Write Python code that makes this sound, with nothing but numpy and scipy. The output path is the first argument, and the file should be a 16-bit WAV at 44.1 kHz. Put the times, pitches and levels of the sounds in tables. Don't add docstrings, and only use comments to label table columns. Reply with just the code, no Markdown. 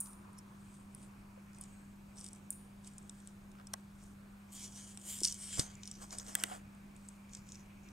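import sys
import numpy as np
from scipy import signal
from scipy.fft import rfft, irfft
from scipy.io import wavfile
from scipy.ndimage import uniform_filter1d

SR = 44100
rng = np.random.default_rng(int(sys.argv[2]) if len(sys.argv) > 2 else 0)


def field_ratio(decibels):
    return 10 ** (np.asarray(decibels, dtype=float) / 20)


def generate_wav(signal):
    frames = np.transpose(np.atleast_2d(signal))
    scaled = np.clip(frames, -1, 1) * 32767
    pcm = np.round(scaled).astype(np.int16)
    wavfile.write(sys.argv[1], SR, pcm)


N = 349272

# (frequency [Hz], level [dB per Hz])
AIR_SHARED = [(12, -43), (22, 1.5), (100, -3.5), (140, -2), (175, -3.5), (260, -10), (372, -12), (428, -19),
              (772, -18.5), (1600, -21), (2000, -28.5), (4900, -33), (8200, -32.5), (15700, -38.5)]
# (frequency [Hz], level [dB per Hz])
AIR_DIFFERENT = [(12, -51), (20, -26), (206, -2), (297, -4.5), (332, -6), (535, -9), (794, -5.5),
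                 (1650, -13.5), (2240, -14), (2730, -19.5), (4930, -27.5), (7950, -30.5), (16500, -47)]
# (frequency [Hz], width [Hz], level [dB])
WASH_BANDS = [
    [(1080, 370, 0)],
    [(2378, 700, 0)],
    [(6700, 260, 11), (8200, 480, 12.5)],
]
# (low [dB], middle [dB], high [dB])
WASH_LEVELS = (-77.5, -79.5, -82.5)
# (peak time [s], rise [s], fall [s], level [dB])
PASSES = [
    [(.3, 1.7, .6, -63.5), (1.1, 1.5, 1.5, -71.5), (7.2, 1.5, 1.1, -81)],
    [(1.5, 3, 2.5, -76.5), (7.9, 3.5, .5, -70)],
    [(7.2, 1.5, 1.2, -84)],
]
# (frequency [Hz], level [dB])
HUM = [(100, -68), (200, -56.5)]

# (peak time [s], rise [s], fall [s], crinkle level [dB], folds over crinkle [dB])
PAWS = [(0.0, .01, 0.45, -78.5, 10), (0.385, .03, .03, -70, 6), (0.742, 0.34, 0.26, -65.5, -8.5),
        (1.036, 0.19, 0.11, -64, -7), (1.558, .04, .12, -67, -1), (1.622, 0.025, 0.08, -59, -8),
        (1.69, .1, 0.3, -70, -7), (2.185, 0.031, 0.23, -61, -2), (2.273, 0.12, .055, -58, -10),
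        (2.369, .15, .08, -66.5, -5), (2.873, 0.056, .07, -60, -2.5), (2.991, 0.34, 0.35, -70.5, -3),
        (3.13, 0.21, 0.6, -69.5, -8), (3.285, .4, 0.12, -70.5, -1), (3.79, 0.085, 0.1, -70, -3),
        (4.049, 0.37, .3, -69, -1.5), (6.97, .15, 0.34, -73.5, -2), (7.096, 0.34, 0.44, -70.5, -2.5),
        (7.345, 0.072, 0.11, -65, 6), (7.523, .12, 0.21, -67.5, 5.5), (7.9, 0.41, .2, -80, 9),
        (6.08, .3, .3, -68.5, -3), (6.24, .15, .15, -66, -2), (6.32, .1, .1, -66, -3)]
# (peak time [s], rise [s], fall [s], crinkle level [dB], folds over crinkle [dB])
POUNCE = [(4.525, .015, 0.42, -55.5, -12), (4.565, .03, .06, -56.5, 0), (4.728, .02, .08, -65, 0),
          (4.64, 0.13, 0.074, -50, -0.5), (4.762, 0.05, 0.25, -55, 0), (4.895, 0.11, 0.2, -58, -12),
          (5.098, 0.091, 0.29, -45, -7), (5.245, 0.015, 0.031, -42, 2), (5.272, 0.03, .15, -46, 0),
          (5.426, 0.083, 0.3, -49.5, -8), (5.541, 0.068, 0.13, -47, -5), (5.601, 0.066, 0.064, -41, -1),
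          (5.7, .1, 0.48, -72.5, 8.5), (5.875, .1, 0.18, -66, 6), (5.96, 0.11, .1, -67.5, 5)]
# (peak time [s], rise [s], fall [s], crinkle level [dB], folds over crinkle [dB])
SHOVES = [
    (6.026, 0.05, 0.045, -54.5, 0),
    (6.128, 0.025, 0.064, -53, 3.5),
    (6.204, .08, 0.06, -58.5, 3.5),
    (6.288, 0.057, 0.063, -53.5, 1),
    (6.408, .15, 0.15, -51.5, -5.5),
    (6.52, 0.11, 0.11, -55, -7),
    (6.566, .2, .012, -58.5, -6),
]
# (pressed sheet [dB], fibre fizz [dB], ball shell [dB])
WOKEN = [(-9, -21, -43), (-9, -19.5, -18), (-7.5, -14, 2.6)]
# (peak time [s], rise [s], fall [s], level [dB])
LEANS = [
    (4.55, .06, .06, -71),
    (4.79, 0.078, 0.09, -61),
    (5.12, .1, 0.14, -68),
    (5.55, .1, 0.11, -51.5),
    (4.6, 0.1, 0.17, -66),
    (5.7, 0.14, 0.12, -63),
    (5.875, 0.057, 0.15, -64),
    (6.02, 0.072, 0.079, -80),
]
# (peak time [s], rise [s], fall [s], level [dB])
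SWIPES = [
    (4.53, .03, .12, -63),
    (5.098, 0.059, .15, -51.5),
]
# (peak time [s], rise [s], fall [s], level [dB])
NUDGES = [
    (3.6, 0.07, 0.059, -63),
    (5.6, 0.024, 0.18, -51),
    (6.52, .1, .07, -52),
    (6.6, .1, 1.8, -71),
]
# (frequency [Hz], width [Hz], level [dB])
LIGHT_CRINKLE = [(7100, 1400, -4), (8270, 880, 4), (9400, 1400, -3.5), (10650, 1100, -19)]
# (frequency [Hz], width [Hz], level [dB])
FIRM_CRINKLE = [(7040, 1400, 0), (8400, 2500, 3.5), (10440, 990, -21)]
# (frequency [Hz], width [Hz], level [dB])
FOLDS = [(5000, 1940, -3.5), (5770, 760, 1), (6730, 1660, 1)]
# (frequency [Hz], width [Hz], level [dB])
PRESSED_SHEET = [(1650, 600, -9), (2235, 500, -6), (3140, 800, 0), (3900, 700, -8), (4710, 600, -4.5)]
# (frequency [Hz], width [Hz], level [dB])
FIZZ = [(11650, 2100, 6), (13100, 2200, -14), (14900, 1900, 1)]
# (frequency [Hz], width [Hz], level [dB])
DRAGGED_SHELL = [(350, 710, -6), (763, 390, -0.5), (1290, 1300, -8)]

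# (time [s], peak level [dB], echo level [dB])
CRACKS = [
    (0.0024, -25, -19),
    (0.0074, -25.5, -5.5),
    (2.5037, -24, -11.5),
]
# (frequency [Hz], width [Hz], level [dB])
CRACK_TONES = [(5500, 670, -19), (6930, 950, -13), (9200, 1570, 6.5), (12000, 1400, -13),
               (14000, 1500, -10), (15800, 1800, -22)]

# (time [s], peak level [dB], pitch [Hz], broad side [dB],
# low part [dB])
SNAPS = [(0.058, -43, 8850, -9, -20), (0.131, -47, 8900, -13, -24), (0.3825, -51, 10300, -20, -28),
         (0.948, -38, 9900, -18, -35), (1.5314, -55, 8500, -6, -25), (1.5469, -52, 6830, -11, -18),
         (1.5847, -48, 8900, -10, -22), (1.611, -36, 9400, -22, -30), (1.6373, -41, 8300, -14, -26),
         (2.158, -57, 8180, -7, -16), (2.1695, -50, 8200, -5, -15), (2.1833, -43, 8240, -5, -16),
         (2.1924, -46, 8200, -14, -26), (2.2034, -47, 9180, -9, -26), (2.2104, -41.5, 8330, -2.5, -21),
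         (2.2423, -38, 8270, -13, -20), (2.263, -39, 8480, -7, -17), (2.2774, -51, 8270, -4, -17),
         (2.2863, -40.5, 8160, -9, -26), (2.331, -38, 8350, -17, -33), (2.3484, -56, 8100, -5, -17),
         (2.3585, -54, 8300, -17, -22), (2.5262, -46, 7200, -32, -35), (2.8449, -52, 8260, -4, -10),
         (2.874, -43, 8200, -14, -21), (2.9352, -52, 8130, -19, -20), (2.9813, -38, 8300, -26, -35),
         (3.027, -53, 8200, -24, -22), (3.0947, -38, 7760, -15, -14), (3.2021, -51, 8080, -23, -17),
         (3.273, -39.5, 8360, -17, -19), (3.516, -54, 8100, -10, -14), (3.6693, -45, 8050, -4, -19),
         (4.0372, -51, 8830, -10, -23),
         (4.9731, -39, 8300, -8, -16), (5.0138, -50, 7200, -11, -16), (5.1864, -37, 8240, -6, -22),
                (5.2043, -29, 8260, -11, -25), (5.2134, -37, 8110, -14, -19),
                (5.226, -37.5, 8140, -12, -26), (5.2332, -22.5, 8300, -4, -25),
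                (5.2358, -31, 8300, -5, -26), (5.2402, -25.5, 9200, -3, -19), (5.2462, -24, 8240, -4, -24),
                (5.2472, -23, 8300, -6, -24), (5.2503, -20, 8300, 3, -18), (5.2528, -33, 7600, -5, -21),
                (5.259, -30, 8700, -3, -24), (5.2726, -29, 8400, -8, -19), (5.2755, -36, 7400, 4, -25),
                (5.2823, -33.5, 7160, 5.5, -17), (5.311, -37, 7220, -8, -21), (5.3235, -32, 9000, -1, -25),
                (5.3424, -38, 8450, -13, -28), (5.5943, -20.5, 8300, -3.5, -12),
                (5.5975, -24, 7400, -4.5, -16),
         (5.7523, -48, 7500, -12, -24), (5.8324, -44, 6870, -1, -3), (5.855, -45, 7520, 0, -13),
               (5.8745, -40.5, 8530, 1.5, -14), (5.9125, -36, 7700, -8, -17), (5.9534, -56, 6500, -2, -5),
               (6.0242, -47, 8000, -14, -22), (6.106, -46, 7080, 4, -11), (6.126, -45, 7400, -9, -17),
               (6.1841, -31, 8100, -8, -19), (6.1974, -41, 6970, -2, -8), (6.2644, -47, 7110, -4, -9),
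               (6.2821, -45, 7880, -7, -12), (6.3988, -48, 7720, 6, -12), (6.4672, -47, 8680, -9, -14),
               (6.749, -54.5, 8470, -17, -16), (6.9634, -51.5, 8180, -18, -15),
               (7.0862, -38.5, 8200, -18, -30), (7.2938, -58, 8300, -5, -9), (7.3337, -42, 7150, -9, -14),
               (7.3488, -38, 7290, -5, -16), (7.3704, -52, 7300, -5, -10), (7.4689, -55, 7320, -10, -10),
               (7.4889, -46, 7360, -8, -13), (7.5196, -41.5, 7250, -10, -15), (7.5284, -50, 7280, -14, -20),
               (7.5454, -51, 7280, -4, -13), (7.5547, -47, 7200, -2, -17), (7.5961, -57, 7400, -7, -12),
               (7.6595, -61, 7650, -10, -7), (7.8866, -57.5, 7600, 3, -5),
         (.3875, -45, 8600, -14, -25), (2.177, -54, 8200, 4, -22), (2.2204, -51, 8300, -5, -25),
               (2.2534, -46, 8200, -16, -25), (6.3293, -48, 7800, -6, -20), (.0705, -45.5, 7200, -20, -19),
               (.331, -54, 9200, -25, -30), (5.39, -45, 9500, -15, -25), (4.722, -51, 7000, -6, -12)]
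# (frequency [Hz], width [Hz], level [dB])
CREASE_SIDE = [(4450, 900, -9), (5300, 920, 1), (6080, 1120, 1)]
# (frequency [Hz], width [Hz], level [dB])
UNDER_CREASE = [(1700, 700, -15), (2400, 820, -11), (3150, 560, -3), (3710, 720, 0)]
# (peak time [s], rise [s], fall [s], level [dB], pitch [Hz])
RIDGES = [(4.57, .05, .08, -60, 7000), (4.585, .05, .06, -64, 6000), (4.625, 0.053, 0.072, -59, 7300),
          (4.65, .08, 0.053, -61, 5850), (4.63, 0.11, .08, -63.5, 3300), (4.76, 0.028, 0.06, -61, 5760),
          (4.82, .1, .15, -64, 6750), (4.825, .06, 0.11, -62, 9000), (5.11, 0.089, .14, -50.5, 7320),
          (5.12, 0.095, 0.11, -60, 3070), (5.44, 0.089, 0.11, -51.5, 8300), (5.43, .08, 0.1, -56, 9300),
          (5.46, .1, .15, -59.5, 5560), (5.545, .07, .1, -47.5, 7400), (5.55, 0.13, 0.11, -59, 3150),
          (5.63, .08, .08, -55, 6280), (5.79, .08, .1, -67, 2350), (6.33, .05, .03, -63, 5500),
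          (2.2, .05, .05, -69, 5600), (1.76, .15, .15, -71, 8170), (1.72, .15, .15, -76, 6700),
          (2.18, .05, .08, -65, 8150), (.385, .015, .02, -64, 5500), (6.52, .05, .05, -61.5, 3000)]

# (time [s], peak level [dB], pitch [Hz], time to fall 60 dB [s], puff level [dB])
THUDS = [
    (4.9735, -44, 800, .012, -6),
    (1.375, -48, 530, 0.042, -25),
    (5.577, -33, 600, 0.0083, -14),
    (5.583, -29, 350, 0.0095, -3),
    (5.594, -23, 305, 0.02, -13.5),
    (5.5917, -28, 128, 0.05, -12),
    (6.436, -42, 307, 0.05, -0.5),
    (6.515, -40.5, 743, 0.12, -10),
]
# (time [s], peak level [dB], pitch [Hz], time to fall 60 dB [s], puff level [dB])
TAPS = [
    (3.552, -53, 1200, .012, -8),
    (3.586, -50, 1400, .012, -10),
    (3.598, -48, 1260, .02, -10),
    (3.612, -51, 1600, .012, -10),
]
# (time [s], peak level [dB], pitch [Hz], time to fall 60 dB [s], puff level [dB])
BUMPS = [
    (5.217, -37.5, 350, 0.031, -30),
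]
# (time [s], peak level [dB])
KNOCKS = [
    (3.735, -48.5),
    (3.7376, -38.5),
    (6.3523, -27.5),
    (6.437, -26.5),
]
# (frequency [Hz], level [dB], time to fall 60 dB [s])
SHELL_SPOTS = [
    [(676, 11.5, 0.016), (806, 8, 0.019), (1085, 5.5, 0.023), (1626, 3, 0.02), (1950, -2, 0.023),
     (3270, 6, 0.0073), (4270, 10, 0.0053), (5750, 16, 0.0043), (8700, 15, 0.004), (9450, 10, 0.0047),
     (12300, 6, 0.004)],
    [(1680, 6, 0.013), (1950, -5.5, 0.03), (2660, -1, 0.0093), (3280, 2.5, 0.0098), (4870, -5.5, 0.0097),
     (5800, -6, .006), (7600, 14, 0.0051), (8400, 13, 0.0052), (11300, 5, 0.004), (14400, 10, 0.0025),
     (15700, 9, .003), (8830, 6, .004)],
    [(1470, 3.5, 0.0092), (1600, 2.5, 0.011), (1980, 0, 0.018), (2940, 9, 0.0072), (3190, 2, .006),
     (3560, 0.5, 0.012), (3970, -2, 0.0098), (4840, -4, 0.01), (5800, 2, 0.0076), (8260, 6.5, 0.0049),
     (8750, 12, 0.005), (9330, 6, .004), (10200, 1, 0.005), (11300, -1, .004), (13200, 4, 0.0029),
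     (15300, 5, 0.0022)],
]

# (frequency [Hz], lead [radians])
LEFT_LEAD = [(30, -.1), (70, -.8), (250, -1.9), (900, -2.2), (1600, -1.1), (2600, -1), (4200, -.6),
             (7000, -.45), (15000, -.2)]
# (frequency [Hz], level [dB])
PORT_DIFFERENCE = [(300, -52), (800, -2), (2500, -3.5), (5000, -5), (15000, -8.5)]


def evened(x):
    return x / np.sqrt(np.mean(x ** 2) + 1e-20)


def peaked(x):
    return x / np.max(abs(x))


def read(points, hz):
    f, value = np.transpose(points)
    return np.interp(np.log(hz + 1), np.log(f + 1), value)


def add(mix, s, sound):
    part = mix[max(round(s * SR), 0):][:len(sound)]
    part += sound[:len(part)]


def resonate(x, hz, width):
    b, a = signal.iirpeak(np.clip(hz, 20, .45 * SR), max(hz / width, .3), SR)
    once = signal.lfilter(b, a, x)
    return signal.lfilter(b, a, once)


def body(x, modes):
    return sum((-1) ** k * field_ratio(db) * resonate(x, hz, width) for k, (hz, width, db) in enumerate(modes))


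def slow(smooth_s):
    size = round(smooth_s * SR)
    smoother = uniform_filter1d(rng.standard_normal(N), size)
    return evened(uniform_filter1d(smoother, size))


def burst(noise, t60):
    t = np.arange(len(noise)) / SR
    return noise * field_ratio(-60 * t / t60) * np.minimum(t / 0.000067, 1)


def fading(t, rise, fall):
    return np.where(t < 0, -t / np.maximum(rise, .005), t / np.maximum(fall, .005))


SPAN_DB = 20


def swells(rows):
    t = np.arange(0, N + 32, 32) / SR
    s, rise, fall, db = np.transpose(rows)[:, :, None]
    level = field_ratio(db - SPAN_DB * fading(t - s, rise, fall))
    return np.interp(np.arange(N) / SR, t, (level ** 2).sum(0))


def air():
    hz = np.fft.rfftfreq(N, 1 / SR)

    def coloured(spectrum):
        return evened(irfft(rfft(rng.standard_normal(N)) * field_ratio(read(spectrum, hz)), N))

    mid = field_ratio(-59.5) * coloured(AIR_SHARED)
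    side = field_ratio(-67.5) * coloured(AIR_DIFFERENT)
    return np.array([mid + side, mid - side])


def wash():
    out = 0
    noises = rng.standard_normal((3, 3, N))
    for db, passes, bands, noise in zip(WASH_LEVELS, PASSES, WASH_BANDS, noises):
        alike = min(bands[0][0] / 3000, 3)
        level = np.sqrt(field_ratio(db) ** 2 + swells(passes))
        flutter = field_ratio(2.0 * slow(0.02))
        out = out + level * flutter * evened(body(noise[:2] + alike * noise[2], bands))
    return out


def hum():
    t = np.arange(N) / SR
    waver_db = .4 * slow(.03)
    return sum(np.sqrt(2) * field_ratio(db + waver_db) * np.sin(2 * np.pi * hz * t) for hz, db in HUM)


def slips(per_s, spread_db, clump_db):
    happens = rng.random(N) < per_s / SR
    size = field_ratio(spread_db * np.minimum(rng.exponential(1, N), 3.5)) * happens
    clumps = field_ratio(clump_db * np.minimum(slow(0.0084), 1.5))
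    return size * np.clip(rng.standard_normal(N), -2, 2) * clumps


def rustle():
    strokes = PAWS + POUNCE + SHOVES
    kinds = [swells([row[:4] for row in rows]) for rows in (PAWS, POUNCE, SHOVES)]
    folds = swells([(s, rise, fall, db + fold_db) for s, rise, fall, db, fold_db in strokes])
    woken = field_ratio(np.transpose(WOKEN)) ** 2 @ np.array(kinds)
    press, fizz, drag = woken + [swells(rows) for rows in (LEANS, SWIPES, NUDGES)]

    firm = np.clip((10 * np.log10(sum(kinds) + 1e-20) + 65) / 12, 0, 1)
    crackle = evened(slips(4000, 1.5, 1.9))
    hiss = evened(slips(6600, 0.71, 0.4))
    drive = np.sqrt(1 - firm) * crackle + np.sqrt(firm) * hiss

    out = np.sqrt(drag) * evened(body(drive, DRAGGED_SHELL))
    layers = [(kinds[0], -76.0, LIGHT_CRINKLE), (sum(kinds[1:]), -73.5, FIRM_CRINKLE),
              (folds, -77.0, FOLDS), (press, -83.0, PRESSED_SHEET), (fizz, -87, FIZZ)]
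    for power, still_db, modes in layers:
        level = np.sqrt(np.maximum(power - field_ratio(still_db) ** 2, 0))
        out = out + level * evened(body(drive * rng.choice([-1., 1.], N), modes))
    return out


SNAP_CLICK = 5


def cracks():
    out = np.zeros((2, N))
    for (s, db, echo_db), noise in zip(CRACKS, rng.standard_normal((len(CRACKS), 2, 16000))):
        click = SNAP_CLICK * (np.arange(16000) == 3)
        crack = body(burst(noise[0], .018) + click, CRACK_TONES)
        echo = body(burst(noise[1], 0.4), CRACK_TONES)
        add(out[0], s + .001, field_ratio(db) * peaked(crack))
        add(out[1], s + .001, field_ratio(db + echo_db - 9.0) * echo / np.max(abs(crack)))
    return out


def snaps():
    out = np.zeros(N)
    rows = SNAPS
    for (s, db, hz, side_db, low_db), noise in zip(rows, rng.standard_normal((len(rows), 1200))):
        chatter_s = 0.012 * np.exp(.2 * np.clip(noise[-1], -1, 2))
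        push = burst(noise, chatter_s)
        push = push + SNAP_CLICK * (np.arange(len(push)) == 3)
        patch = peaked(resonate(resonate(push, hz, 2300), .92 * hz, 8000))
        patch = peaked(patch + 0.14 * peaked(body(push, LIGHT_CRINKLE)))
        fizz = 0.02 * peaked(body(push, FIZZ))
        side = field_ratio(side_db) * peaked(body(push, CREASE_SIDE))
        low = field_ratio(low_db + 1.5) * peaked(body(push, UNDER_CREASE))
        add(out, s + .0006, field_ratio(db + 2.5) * (patch + fizz + side + low))
    return out


def ridges():
    noise = rng.standard_normal((len(RIDGES), SR // 2))
    t, out = np.arange(SR // 2) / SR - .25, np.zeros(N)
    for (s, rise, fall, db, hz), rub in zip(RIDGES, noise):
        level = field_ratio(db - SPAN_DB * fading(t, rise, fall) ** 2)
        add(out, s + t[0], level * evened(resonate(rub, hz, 500)))
    return out


def thuds(rows):
    out, t = np.zeros(N), np.arange(6000) / SR
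    for (s, db, hz, t60, puff_db), noise in zip(rows, rng.standard_normal((len(rows), 6000))):
        puff = field_ratio(puff_db) * evened(resonate(noise, 2 * hz, 3 * hz))
        push = np.sin(2 * np.pi * hz * t) + puff
        add(out, s, field_ratio(db - 60 * t / t60) * push * np.minimum(t / 0.00059, 1))
    return out


def knocks():
    out, t = np.zeros(N), np.arange(3000) / SR
    for (s, db), modes in zip(KNOCKS, SHELL_SPOTS[:1] + SHELL_SPOTS):
        ring = 0
        for hz, mode_db, t60 in modes:
            build = np.minimum(t * hz / 2.4, 1)
            ring = ring + field_ratio(mode_db - 60 * t / t60) * np.sin(2 * np.pi * hz * t) * build
        add(out, s, field_ratio(db) * ring)
    return out


def ports(x):
    hz = np.fft.rfftfreq(N, 1 / SR)
    turn = np.exp(.5j * read(LEFT_LEAD, hz))
    echo = burst(rng.standard_normal(1200), .012)
    echo = rfft(echo / np.linalg.norm(echo), N) * field_ratio(read(PORT_DIFFERENCE, hz) - 3.5)
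    return irfft(rfft(x) * np.array([turn + echo, 1 / turn - echo]), N)


def mottled(x, depth_db, bins, frames):
    z = signal.stft(x, nperseg=256, noverlap=192)[2]
    patches = rng.standard_normal(z.shape[::-1][:2]).T
    for _ in range(2):
        patches = uniform_filter1d(uniform_filter1d(patches, bins, 0), frames, 1)
    gain = field_ratio(depth_db * evened(patches))
    gain = gain / np.sqrt(np.mean(gain ** 2))
    return signal.istft(z * gain, nperseg=256, noverlap=192)[1][..., :N]


def low_pass(x, taps):
    return signal.oaconvolve(x, taps[None], "same")


def scene():
    pad = mottled(rustle(), 2.2, bins=2, frames=30)
    pad = pad - .3 * signal.lfilter(*signal.iirpeak(3890, 3890 / 700, SR), pad)
    crack, echo = cracks()
    steady = ports(pad + ridges() + snaps() + echo) + mottled(air(), 1.0, bins=3, frames=100) + wash()
    steady = low_pass(steady, signal.firwin(255, 15750, fs=SR))
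    near = ports(crack + knocks() + thuds(THUDS + TAPS))
    return steady + near + thuds(BUMPS) + hum()


def top_cut(x):
    return signal.sosfilt(signal.butter(12, 17190, fs=SR, output="sos"), x)


def record(dry):
    limited = low_pass(dry, signal.firwin(255, 16700, window=("kaiser", 9), fs=SR))
    return top_cut(limited)


dry = scene()
out = record(dry)
generate_wav(out)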